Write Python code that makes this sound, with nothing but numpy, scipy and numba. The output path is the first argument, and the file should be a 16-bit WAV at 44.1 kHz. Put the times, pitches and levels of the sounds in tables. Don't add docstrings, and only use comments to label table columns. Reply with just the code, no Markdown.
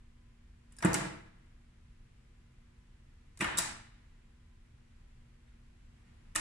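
import sys
import numpy as np
from scipy import signal
from scipy.fft import rfft, irfft, next_fast_len
from scipy.io import wavfile
from scipy.ndimage import uniform_filter1d
from numba import njit

SR = 44100
rng = np.random.default_rng(int(sys.argv[2]) if len(sys.argv) > 2 else 0)


def voltage_ratio(decibels):
    exponent = np.asarray(decibels, float) / 20
    return 10 ** exponent


def master_out(mix):
    frames = np.transpose(np.atleast_2d(mix))
    ceiling = np.clip(frames, -1, 1)
    pcm = np.round(ceiling * 32767).astype(np.int16)
    wavfile.write(sys.argv[1], SR, pcm)


N = 282274

# start_s, board_db, case_db, metal_db, rattle_ms
PULL_IN = [
    (.8480, -16, -21, -25, 8.2),
    (.8540, -22, -24, -46, 7),
]


def armature_blows():
    # start_s, board_db, case_db, metal_db, rattle_ms
    drop_out = [
        (3.4, -40, -37, -44, 5),
        (3.4077, -33, -19.5, -32.5, 4),
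        (3.4127, -35.5, -22.5, -30.5, 5.6),
        (3.422, -28.5, -27.5, -31.5, 9.3),
        (3.443, -48, -24, -38, 6),
    ]
    thin_db = 4
    rows = []
    for table, centre_hz in ((PULL_IN, 1160), (drop_out, 2055)):
        rows += [(*row, centre_hz, thin_db) for row in table]
    return rows


def light_contacts():
    # start_s, case_db, metal_db
    finger = [
        (.710, -58.5, -60.5),
        (0.7213, -53.5, -45),
        (.735, -56, -58.5),
        (.766, -60.5, -43),
        (0.7863, -56, -38),
        (0.804, -40, -52),
        (3.3735, -48.5, -38),
        (3.391, -48, -41),
    ]
    # start_s, case_db, metal_db
    travel = [
        (0.819, -48, -42),
        (0.8239, -28.5, -34),
        (.836, -27, -51),
    ]
    # start_s, case_db, metal_db
    snap = [
        (.932, -52.5, -24),
        (.9420, -32, -18.5),
        (3.5724, -48.5, -24),
        (3.58, -41, -18.5),
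    ]
    # start_s, case_db, metal_db
    stop = [
        (.945, -26, -29.5),
        (3.585, -26, -16.5),
        (3.591, -40, -28.5),
        (3.602, -29.5, -51.5),
    ]
    # start_s, case_db, metal_db
    switch = [
        (6.3505, -38.5, -35),
        (6.3547, -23.5, -28),
        (6.3595, -24, -19),
        (6.365, -32, -27),
    ]
    # board minus case dB, rattle ms, centre of the clack Hz, metal thinning dB per octave squared
    kinds = ((finger, -18.5, 4.5, 1700, 3.5),
             (travel, -15.5, 8, 1200, -3),
             (snap, -7.5, 4, 2550, 2.5),
             (stop, -13.5, 6, 1700, 1.6),
             (switch, -33.5, 2.5, 2003, 8.5))
    rows = []
    for table, thud_db, rattle_ms, centre_hz, thin_db in kinds:
        for start_s, case_db, metal_db in table:
            rows.append((start_s, case_db + thud_db, case_db, metal_db, rattle_ms, centre_hz, thin_db))
    return rows


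def blow(board_db, case_db, metal_db, rattle_ms, centre_hz, thin_db=0):
    # mode_hz, level_db, t60_s
    board = [(99, -16.5, .1), (160, 2, 0.041), (194, 2.5, 0.056), (270.5, -11, 0.031), (306.3, 0, 0.06),
             (445.2, -14.5, 0.037), (643.7, -16, 0.072)]
    # mode_hz, level_db, t60_s
    case = [(690, -11.5, 0.084), (897, -10.5, 0.12), (1030, -0.5, 0.011), (1282, -1.5, 0.019),
            (1420, 2, 0.011), (1630, -3.5, 0.018), (1800, -5.5, 0.035), (1940, 1.5, 0.014),
            (2150, -3.5, 0.018), (2420, -4, 0.021), (2900, -7, 0.03), (3540, -6, 0.012), (3900, -8, 0.0046)]
    # mode_hz, level_db, t60_s
    metal = [(3460, -11, 0.0068), (3860, -9, 0.018), (4700, -7, 0.0072), (4980, -5, .005), (5665, 1, 0.003),
             (6260, -9.5, .005), (6943, -5, 0.0056), (7710, -3.5, 0.0085), (8300, -2, 0.004),
             (9050, -13, 0.0064), (9400, -1, 0.0085), (11360, -20, 0.0098), (10900, -18, .005),
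             (13100, -16, 0.0029), (14100, -18.5, 0.0037)]
    thin_hz = 8500
    t = np.arange(1500) / SR
    struck = rng.random(len(t)) < .15
    hits = rng.standard_normal(len(t)) * struck * np.exp(-t * 1000 / max(rattle_ms, .3))
    hits[0] = 1.2
    thud = ring(board, .5, 0, centre_hz / 6, 4.4, flip=0, bend=0)
    thud = thud * (1 - np.exp(-np.arange(6000) / 7.3))
    thud = signal.sosfilt(signal.butter(2, 65, "high", fs=SR, output="sos"), thud)
    out = voltage_ratio(board_db) * thud[[0, 1, 0]] / np.abs(thud).max()
    bodies = ((case, case_db, .5, centre_hz, 4.0, 2.5),
              (metal, metal_db, .9, thin_hz, thin_db, -2.5))
    for modes, level_db, apart, hz, fall_db, wall_db in bodies:
        direct = signal.fftconvolve(ring(modes, 4.1, apart, hz, fall_db), hits[None])[:, :thud.shape[1]]
        walls = spread(modes, hz, fall_db)
        walls = walls * voltage_ratio(wall_db) * np.sqrt(np.mean(direct ** 2) / np.mean(walls ** 2))
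        out = out + voltage_ratio(level_db) * np.vstack([direct, walls]) / np.abs(direct).max()
    return out


def ring(modes, scatter_db, apart, centre_hz=1000, fall_db=0, flip=np.pi, bend=0.0096):
    hz, level_db, t60_s = np.array(modes).T[:, :, None]
    t = np.arange(6000) / SR
    level_db = level_db + scatter_db * rng.standard_normal(hz.shape)
    gain = voltage_ratio(level_db - fall_db * np.log2(hz / centre_hz) ** 2)
    hz = hz * (1 + bend * rng.standard_normal(hz.shape))
    phase = apart * rng.standard_normal((2, len(modes), 1)) + flip * np.arange(len(modes))[:, None]
    decay = np.exp(-np.log(1000) * t / t60_s)
    return (gain * decay * np.sin(2 * np.pi * hz * t + phase)).sum(axis=1)


def spread(modes, centre_hz, fall_db, blur_hz=3.7):
    hz, level_db, t60_s = np.array(modes).T[:, :, None]
    f = np.fft.rfftfreq(6000, 1 / SR) + 1
    power = voltage_ratio(2 * (level_db - fall_db * np.log2(hz / centre_hz) ** 2))
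    power = power * np.exp(-3.0 * np.log2(f / hz) ** 2)
    power = power / blur_hz / ((f - hz) ** 2 + (blur_hz / t60_s) ** 2)
    return np.roll(irfft(np.sqrt(power.sum(axis=0))), 180)


def core_ring():
    # mode_hz, level_db, t60_s
    core = [
        (920, -33.5, 0.05),
        (1118, -33, 0.0443),
    ]
    return ring(core, 0, .3)[[0, 1, 0]]


def spring_ping():
    # mode_hz, level_db, t60_s
    spring = [
        (1630, -53, 0.18),
        (5050, -48, 0.055),
        (5500, -54, 0.017),
    ]
    return ring(spring, 0, 0.27)


def box_knock():
    # mode_hz, level_db, t60_s
    box = [
        (309, -49, 0.45),
    ]
    return ring(box, 0, 0)[[0, 1, 0]]


def far_knocks():
    # start_s, level_db
    knocks = [
        (5.47, -53.5),
        (6.065, -55),
        (6.205, -63),
    ]
    track = np.zeros((3, N))
    for start_s, level_db in knocks:
        add(track, start_s, blow(level_db - 27, level_db, level_db - 9, 30.5, 2700))
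    return track


def room(x):
    # band_hz, t60_s, level_db
    echo = [(60, 1, -12.5), (170, 1, -25), (460, 0.86, -13), (1500, 1.0, -21.5), (3102, 1, -23.5),
            (6100, 0.6, -17), (10100, 0.49, -24.5), (15200, 0.15, -13)]
    t = np.arange(SR) / SR
    onset = 1 - np.exp(-t / 0.0013)

    def decay(hz):
        return voltage_ratio(on_log(hz, echo, col=2) - 60 * t / on_log(hz, echo))

    tail = diffuse(SR, decay) * onset
    return 0.22 * signal.fftconvolve(tail, x[None])[:, :N]


def diffuse(size, band_gain):
    # band_hz, side_minus_mid_db
    side_db = [(60, -31), (110, -16.5), (200, -13), (380, 1.5), (700, 2.5), (1290, -1.5), (2380, -1),
               (4400, 0.5), (8120, 0.5), (15000, -0.5)]
    f = np.fft.rfftfreq(size, 1 / SR)
    mid, side = rfft(rng.standard_normal((2, size)))
    width_db = on_log(f, side_db)
    side = side * voltage_ratio(width_db)
    norm = np.sqrt(1 + voltage_ratio(2 * width_db))
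    out = np.zeros((2, size))
    for hz in 20 * 2 ** (np.arange(20) / 2):
        octaves = np.log2(f / hz + 1e-9)
        bell = np.cos(np.pi * np.clip(octaves, -.5, .5)) ** 2
        out += band_gain(hz) * irfft(np.array([mid + side, mid - side]) * bell / norm, size)
    return out


def air():
    # band_hz, density_db (per Hz)
    spectrum = [(20, 1.5), (84, -5), (149, -15.5), (200, -19.5), (300, -25), (560, -33.5), (1050, -34.5),
                (2000, -33), (2800, -36.5), (4000, -41.5), (8000, -49), (11700, -54), (12100, -100.5)]
    size = next_fast_len(N)
    noise = diffuse(size, lambda hz: 1)
    colour = voltage_ratio(on_log(np.fft.rfftfreq(size, 1 / SR), spectrum))
    noise = irfft(rfft(noise) * colour, size)[:, :N] * voltage_ratio(0.52 * walk(2.9))
    return noise * voltage_ratio(-47.5) / np.sqrt(np.mean(noise ** 2))


def hum():
    # line_hz, rms_db, wobble_db
    lines = [(123.7, -63, 2.5), (235.2, -63.5, 0.8), (355, -77.5, 1), (474, -82, 1.5), (1010, -85, 5),
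             (7822, -99, 3)]
    total = np.zeros(N)
    for hz, rms_db, wobble_db in lines:
        level = np.sqrt(2) * voltage_ratio(rms_db + wobble_db * walk(7.0))
        cycles = hz * np.cumsum(1 + 0.001243 * walk(1.3)) / SR
        total += level * np.sin(2 * np.pi * cycles)
    return total


def walk(rate_hz):
    k = int(SR / rate_hz)
    held = np.repeat(rng.standard_normal(N // k + 1), k)
    return 1.3 * uniform_filter1d(uniform_filter1d(held, k), k)[:N]


def on_log(hz, table, col=1):
    table = np.array(table)
    return np.interp(np.log(hz + 1), np.log(table[:, 0]), table[:, col])


def add(track, start_s, sound):
    i = int(start_s * SR)
    track[:, i:i + sound.shape[1]] += sound[:, :N - i]


def scene():
    near = np.zeros((3, N))
    for start_s, *strength in sorted(light_contacts() + armature_blows()):
        add(near, start_s, blow(*strength))
    add(near, PULL_IN[0][0], core_ring())
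    add(near[:2], .7855, spring_ping())
    add(near, 6.356, box_knock())
    far = far_knocks()
    return near[:2] + room(near[2] + far[2]) + voltage_ratio(-2.0) * far[:2] + air() + hum()


@njit
def follow(x, fall):
    e, out = 1e-9, np.empty(len(x))
    for i in range(len(x)):
        e = x[i] if x[i] > e else e + (x[i] - e) * fall
        out[i] = e
    return out


def low_pass(x):
    return signal.sosfilt(signal.butter(12, 15840, fs=SR, output="sos"), x)


def record(dry):
    ports = []
    for channel, port_hz in zip(dry, (7450, 9500)):
        peak = signal.lfilter(*signal.iirpeak(port_hz, 5.0, SR), channel)
        ports.append(channel + (voltage_ratio(5) - 1) * peak)
    x = np.array(ports)
    knee_db, slope, depth_db, release_s = -41, 0.67, 9.5, 0.023
    heard = signal.sosfilt(signal.butter(2, 300, "high", fs=SR, output="sos"), x.mean(axis=0))
    loud = follow(np.sqrt(uniform_filter1d(heard ** 2, 220) + 1e-14), 1 / (release_s * SR))
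    lost_db = np.clip(slope * (knee_db - 20 * np.log10(loud)), 0, depth_db)
    deep = signal.sosfiltfilt(signal.butter(2, 110, fs=SR, output="sos"), x)
    x = (x - deep) * voltage_ratio(-lost_db) + deep * voltage_ratio(-.4 * lost_db - 0.69 * depth_db)
    x = signal.sosfilt(signal.ellip(6, .5, 60, 15100, fs=SR, output="sos"), x)
    return low_pass(x)


dry = scene()
out = record(dry)
master_out(out)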